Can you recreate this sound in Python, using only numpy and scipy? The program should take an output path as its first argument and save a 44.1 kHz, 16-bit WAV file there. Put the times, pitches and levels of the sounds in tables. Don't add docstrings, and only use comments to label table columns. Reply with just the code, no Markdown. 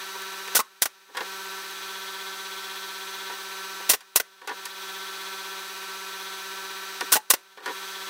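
import sys
import numpy as np
from scipy import signal
from scipy.fft import rfft, irfft
from scipy.io import wavfile
from scipy.ndimage import uniform_filter1d, minimum_filter1d

SR = 44100
rng = np.random.default_rng(int(sys.argv[2]) if len(sys.argv) > 2 else 0)


def wrap_up_sound(samples):
    columns = np.atleast_2d(samples).T
    tamed = np.clip(columns, -1, 1)
    steps = np.round(tamed * 32767).astype(np.int16)
    wavfile.write(sys.argv[1], SR, steps)


N = 356769

TURN_HZ = 16.008
BLADES = 12
EDGE_HZ = 15800
BUZZ_PULSE = 0.5
PULSE_AT_TURN = 0.37

# multiple of the turn rate, rms level in dB.
MOTOR_TONES = [(12, -62.5), (24, -51), (25, -60), (36, -63), (48, -61), (59, -61), (60, -51), (61, -58),
               (71, -59), (72, -52.5), (82, -63), (83, -53), (84, -48), (85, -56), (90, -62), (95, -63),
               (96, -46), (97, -64), (107, -60), (108, -58.5), (242, -61), (264, -57.5), (289, -56.5),
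               (553, -67), (554, -68)]
# frequency in Hz, rms level of one blade harmonic in dB.
BLADE_BUZZ = [(1500, -89), (1900, -59), (2500, -62), (2900, -59.5), (3050, -58), (3270, -54.5),
              (3470, -53.5), (3650, -63), (3850, -51), (4030, -54.5), (4230, -71.5), (4420, -58),
              (4650, -73), (6100, -68), (7000, -79.5)]
# frequency in Hz, level in dB per Hz.
AIR_RUSH = [(20, -103), (130, -103), (240, -95.5), (340, -84.5), (650, -87), (1050, -76.5), (1700, -77.5),
            (2800, -79.5), (3600, -76.5), (4800, -80.5), (6100, -80), (6600, -84), (9500, -87.5),
            (15600, -88.5)]
# frequency in Hz, width in Hz, lift in dB.
HOUSING_MODES = [(370, 76, 5), (769, 85, 6.5), (1772, 107, 6.5), (2463, 160, 6), (3080, 51, -14),
                 (5300, 200, -0.5), (6100, 140, 4), (7450, 240, -5), (7900, 410, 3.5), (8860, 100, -11),
                 (13150, 200, 5.5), (14950, 600, 4)]
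# start in seconds, crack in dB, venting in dB, venting length in seconds, board's ring in dB,
# piston's return in seconds, exhaust in dB, recoil in dB, rattle length in seconds,
# pitch of the last ring in Hz, t60 of the last ring in seconds.
NAILER_SHOTS = [(0.5527, 3, 1.5, .022, 3, 0.59, -5, 7, .014, 1084, 0.04),
                (0.82, 5, -3, .012, -11, .8546, -3.5, -5, 0.0053, 850, .012),
                (3.8962, 8, 2, .023, -12, 3.9333, -2.5, -1, .011, 745, .012),
                (4.1587, 7.5, 1.5, .0096, -10, 4.1986, -2, -3, 0.0042, 700, .006),
                (7.1229, 6.5, 3, .022, 3, 7.154, -.5, 3, .014, 860, 0.085),
                (7.302, 8.5, 2.5, .011, -4, 7.3357, 0, 5.5, .0055, 740, .006)]
# frequency in Hz, relative level in dB per Hz.
BLAST_SPECTRUM = [(20, -16), (100, -27), (280, -11), (700, -2), (1700, -6), (3500, -0.5), (6000, 0.5),
                  (11000, 1.5), (15600, -2)]
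# frequency in Hz, relative level in dB per Hz.
EXHAUST_SPECTRUM = [(20, -12), (120, -24), (400, 10), (1000, 5), (2500, 7), (6000, 5), (11000, 2),
                    (15600, 4.5)]
# frequency in Hz, width in Hz, lift in dB.
NAILER_MODES = [(1090, 200, 6), (1500, 220, 6.5), (1935, 210, 7.5), (2735, 120, 5), (3940, 360, 0.5),
                (5690, 910, 2), (6200, 400, 1), (8520, 400, 2), (9500, 740, 3), (12200, 350, 3.5),
                (14550, 400, 9.5)]
# start in seconds, level in dB, brightness in dB per octave, t60 in seconds.
WOOD_KNOCKS = [(.150, -40.5, -4, 0.14), (0.219, -34, 4, .03), (.476, -32, 0.5, 0.072),
               (1.089, -33.5, -8, .15), (1.708, -36, 11, .03), (3.297, -34, -3, 0.14), (3.8, -40.5, -6, .1),
               (4.006, -25, 2, 0.12), (4.654, -24.5, 4, 0.095), (7.0083, -22, .5, 0.047),
               (7.022, -36, -19, 0.074)]
# frequency in Hz, relative level in dB per Hz.
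BENCH_SPECTRUM = [(20, -33), (160, -55.5), (280, -14.5), (1000, -9.5), (2000, -4), (4000, -4),
                  (7000, -11.5), (15600, -20.5)]
# frequency in Hz, width in Hz, lift in dB.
BENCH_MODES = [(297, 42, 0.5), (403, 81, 11.5), (513, 69, 11), (640, 94, -14), (790, 160, 10),
               (964, 42, 18.5), (1117, 167, 12), (1300, 100, -18), (1458, 126, 11.5), (1670, 59, 10),
               (1813, 130, 12), (2820, 89, 3), (3300, 150, 2), (4340, 150, 2)]
# first touch in seconds, touch in dB, landing in seconds, landing in dB,
# landing's brightness in dB per octave, time between rocks in seconds, loss per rock in dB.
BENCH_LANDINGS = [(1.1477, -25, 1.1695, -17.5, -1, 0.036, 6), (4.415, -24.5, 4.4737, -12.5, 0.5, .018, 6.5),
                  (7.573, -22, 7.6585, -21, -1, .018, 4.5)]


def amp(db):
    return 10 ** (np.asarray(db) / 20)


def unit(x):
    return x / np.sqrt(np.mean(x ** 2) + 1e-20)


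def read(points, hz):
    point_hz, db = np.transpose(points)
    return np.interp(np.log(hz + 1), np.log(point_hz), db)


def add(mix, start, sound):
    part = mix[round(start * SR):][:len(sound)]
    part += sound[:len(part)]


def noise(size, spectrum, resonances, tilt_db=0):
    hz = np.fft.rfftfreq(size, 1 / SR)
    db = read(spectrum, hz)
    for centre_hz, width_hz, lift_db in resonances:
        db = db + lift_db * 2 ** -((2 * (hz - centre_hz) / width_hz) ** 2)
    db = db + tilt_db * np.log2(np.maximum(hz, 300) / 1000)
    white = rfft(rng.standard_normal(size))
    return irfft(white * amp(db), size) * np.sqrt(SR / 2)


def envelope(t, rise, length, t60):
    fade = np.exp(-np.log(1000) * np.maximum(t - length, 0) / t60)
    return np.clip(t / rise, 0, 1) * fade


def wander(low_hz, high_hz):
    t = np.arange(N) / SR
    drift = np.zeros(N)
    for hz in np.geomspace(low_hz, high_hz, 10):
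        drift += np.sin(2 * np.pi * (hz * t + rng.random())) / np.sqrt(hz)
    return unit(drift)


def revolve(lines, turns):
    size = 2 * (len(lines) - 1)
    random_phases = np.exp(2j * np.pi * rng.random(len(lines)))
    one_turn = irfft(lines * random_phases) * size / np.sqrt(2)
    return np.interp(turns % 1, np.arange(size) / size, one_turn)


def motor(sideband_db=-12, valley_db=-22, surge_turns=0.0019, wobble_turns=0.00028,
          throb=0.017, chop=0.072, shift=0.63, waver_db=0.77):
    turns = TURN_HZ * np.arange(N) / SR + wobble_turns * wander(0.298, 5)
    orders = np.arange(8193)

    tones = np.zeros(len(orders))
    for order, db in MOTOR_TONES:
        tones[round(order)] = amp(db)
    hum = revolve(tones, turns) * amp(waver_db * wander(1, 12))

    off_blade = abs((orders + BLADES / 2) % BLADES - BLADES / 2)
    buzz_db = read(BLADE_BUZZ, orders * TURN_HZ) + np.maximum(sideband_db * off_blade, valley_db)
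    in_range = (orders > 2 * BLADES) * (orders * TURN_HZ < EDGE_HZ)
    buzz = amp(buzz_db) * in_range

    load = np.cos(2 * np.pi * (turns - PULSE_AT_TURN))
    surging = turns - surge_turns * load
    blend = shift * wander(0.1967, 3)
    rasp = np.cos(blend) * revolve(buzz, surging) + np.sin(blend) * revolve(buzz, surging)
    rasp = rasp * (1 + BUZZ_PULSE * load)

    pulsing = 1 + throb * load + chop * np.sin(2 * np.pi * BLADES * turns)
    air = noise(N, AIR_RUSH, HOUSING_MODES) * pulsing
    return hum + rasp + air


def workshop(x, wet_db=-29, t60=0.22, dull_hz=4500):
    t = np.arange(SR // 3) / SR
    tail = rng.standard_normal(len(t)) * envelope(t, 0.026, 0.013, t60)
    tail = signal.sosfilt(signal.butter(1, dull_hz, fs=SR, output="sos"), tail)
    tail = tail / np.linalg.norm(tail)
    return x + amp(wet_db) * signal.fftconvolve(x, tail)[:N]


def knock(tilt_db, t60, split_hz=2300, body_rise=0.00296, body_length=0.0094, treble_share=0.5):
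    t = np.arange(SR // 4) / SR
    ring = unit(noise(len(t), BENCH_SPECTRUM, BENCH_MODES, tilt_db))
    body = signal.sosfiltfilt(signal.butter(2, split_hz, fs=SR, output="sos"), ring)
    treble = ring - body
    treble = treble * envelope(t, 0.0004, 0.0018, t60 * treble_share)
    return body * envelope(t, body_rise, body_length, t60) + treble


def knocks():
    out = np.zeros(N)
    for start, db, tilt_db, t60 in WOOD_KNOCKS:
        add(out, start, amp(db) * knock(tilt_db, t60))
    return out


def set_downs(touch_tilt_db=-3.5, touch_t60=0.15, drag_gap=0.03, drag_loss_db=6.0,
              dulling_db=2.5, land_t60=0.095, settle=0.042):
    out = np.zeros(N)
    for touch_s, touch_db, land_s, land_db, tilt_db, rock_gap, loss_db in BENCH_LANDINGS:
        bump_times = np.arange(touch_s, land_s - drag_gap / 2, drag_gap)
        for k, start in enumerate(bump_times):
            add(out, start, amp(touch_db - drag_loss_db * k) * knock(touch_tilt_db, touch_t60))
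        rock_times = np.arange(land_s, land_s + settle, rock_gap)
        for k, start in enumerate(rock_times):
            add(out, start, amp(land_db - loss_db * k) * knock(tilt_db - dulling_db * k, land_t60))
    return out


def bounce(hz, t60, tick_db=-9, tick_t60=0.0037):
    t = np.arange(SR // 8) / SR
    ring = np.sin(2 * np.pi * hz * t) * envelope(t, 0.0001, 0, t60)
    tick = rng.standard_normal(len(t)) * envelope(t, 0.0001, 0, tick_t60)
    return ring + amp(tick_db) * tick


def recoils(board_hz=1480, board_t60=0.037, seat_share=0.7, lag=0.0025, loss_db=2.5, pressed_t60=0.0067,
            scatter_octaves=0.45, low_cut_hz=220, count=4):
    out = np.zeros(N)
    for start, _, _, vent_length, board_db, return_s, _, recoil_db, rattle, last_hz, last_t60 in NAILER_SHOTS:
        add(out, start + seat_share * vent_length, amp(board_db) * bounce(board_hz, board_t60))
        for k, detune in enumerate(rng.uniform(-1, 1, count)):
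            lifted = k / (count - 1)
            scattered = k < count - 1
            hz = last_hz * 2 ** (scatter_octaves * detune * scattered)
            t60 = pressed_t60 + lifted ** 2 * (last_t60 - pressed_t60)
            add(out, return_s + lag + rattle * lifted, amp(recoil_db - loss_db * k) * bounce(hz, t60))
    return signal.sosfilt(signal.butter(2, low_cut_hz, "highpass", fs=SR, output="sos"), out)


def jet(size, spectrum, sputter_db=1.5):
    sputter = unit(uniform_filter1d(rng.standard_normal(size), size=40))
    return unit(noise(size, spectrum, NAILER_MODES) * amp(sputter_db * sputter))


def nailer(valve_db=-18, valve_lead=0.0036, crack_rise=0.00087, crack_length=0.0051, crack_t60=0.046,
           vent_t60=0.064, exhaust_t60=0.041, thump_db=3, thump_hz=520, thump_t60=0.0059, puff_share=1.11):
    out = np.zeros(N)
    t = np.arange(SR // 5) / SR
    vent_rise, exhaust_rise = 0.008, 0.0012
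    thump = np.cos(2 * np.pi * thump_hz * t) * envelope(t, 0.00039, 0.00035, thump_t60)
    thump = amp(thump_db) * thump
    for start, crack_db, vent_db, vent_length, _, return_s, exhaust_db, _, rattle, _, _ in NAILER_SHOTS:
        valve = jet(len(t), BLAST_SPECTRUM) * envelope(t, 0.0006, 0.004, 0.04)
        crack = jet(len(t), BLAST_SPECTRUM) * envelope(t, crack_rise, crack_length, crack_t60)
        vent = jet(len(t), BLAST_SPECTRUM) * envelope(t, vent_rise, vent_length, vent_t60)
        puff = jet(len(t), EXHAUST_SPECTRUM) * envelope(t, exhaust_rise, puff_share * rattle, exhaust_t60)
        add(out, start - valve_lead, amp(valve_db) * valve)
        add(out, start, amp(crack_db) * crack + thump)
        add(out, start, amp(vent_db) * vent)
        add(out, return_s, amp(exhaust_db) * puff)
    return out


def scene():
    work = knocks() + set_downs() + recoils() + nailer()
    mono = motor() + workshop(work)
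    return np.array([mono, mono])


def record(dry, threshold_db=-16, depth_db=18.0, hold=0.27, release=0.043, ceiling=1.4):
    power = uniform_filter1d(dry[0] ** 2, size=90)
    power_db = 10 * np.log10(abs(power) + 1e-12)
    over_db = np.clip(power_db - threshold_db, 0, depth_db)
    half = round(hold * SR / 2)
    held_db = -minimum_filter1d(-over_db, 2 * half + 1, origin=half, mode="constant")
    keep = np.exp(-1 / (release * SR))
    smooth_db = signal.lfilter([1 - keep], [1, -keep], held_db)
    duck_db = np.maximum(held_db, smooth_db)
    loud = ceiling * np.tanh(dry * amp(-duck_db) / ceiling)
    band_limit = signal.firwin(401, EDGE_HZ, window=("kaiser", 8), fs=SR)
    return signal.oaconvolve(loud, band_limit[None], "same")


dry = scene()
out = record(dry)
wrap_up_sound(out)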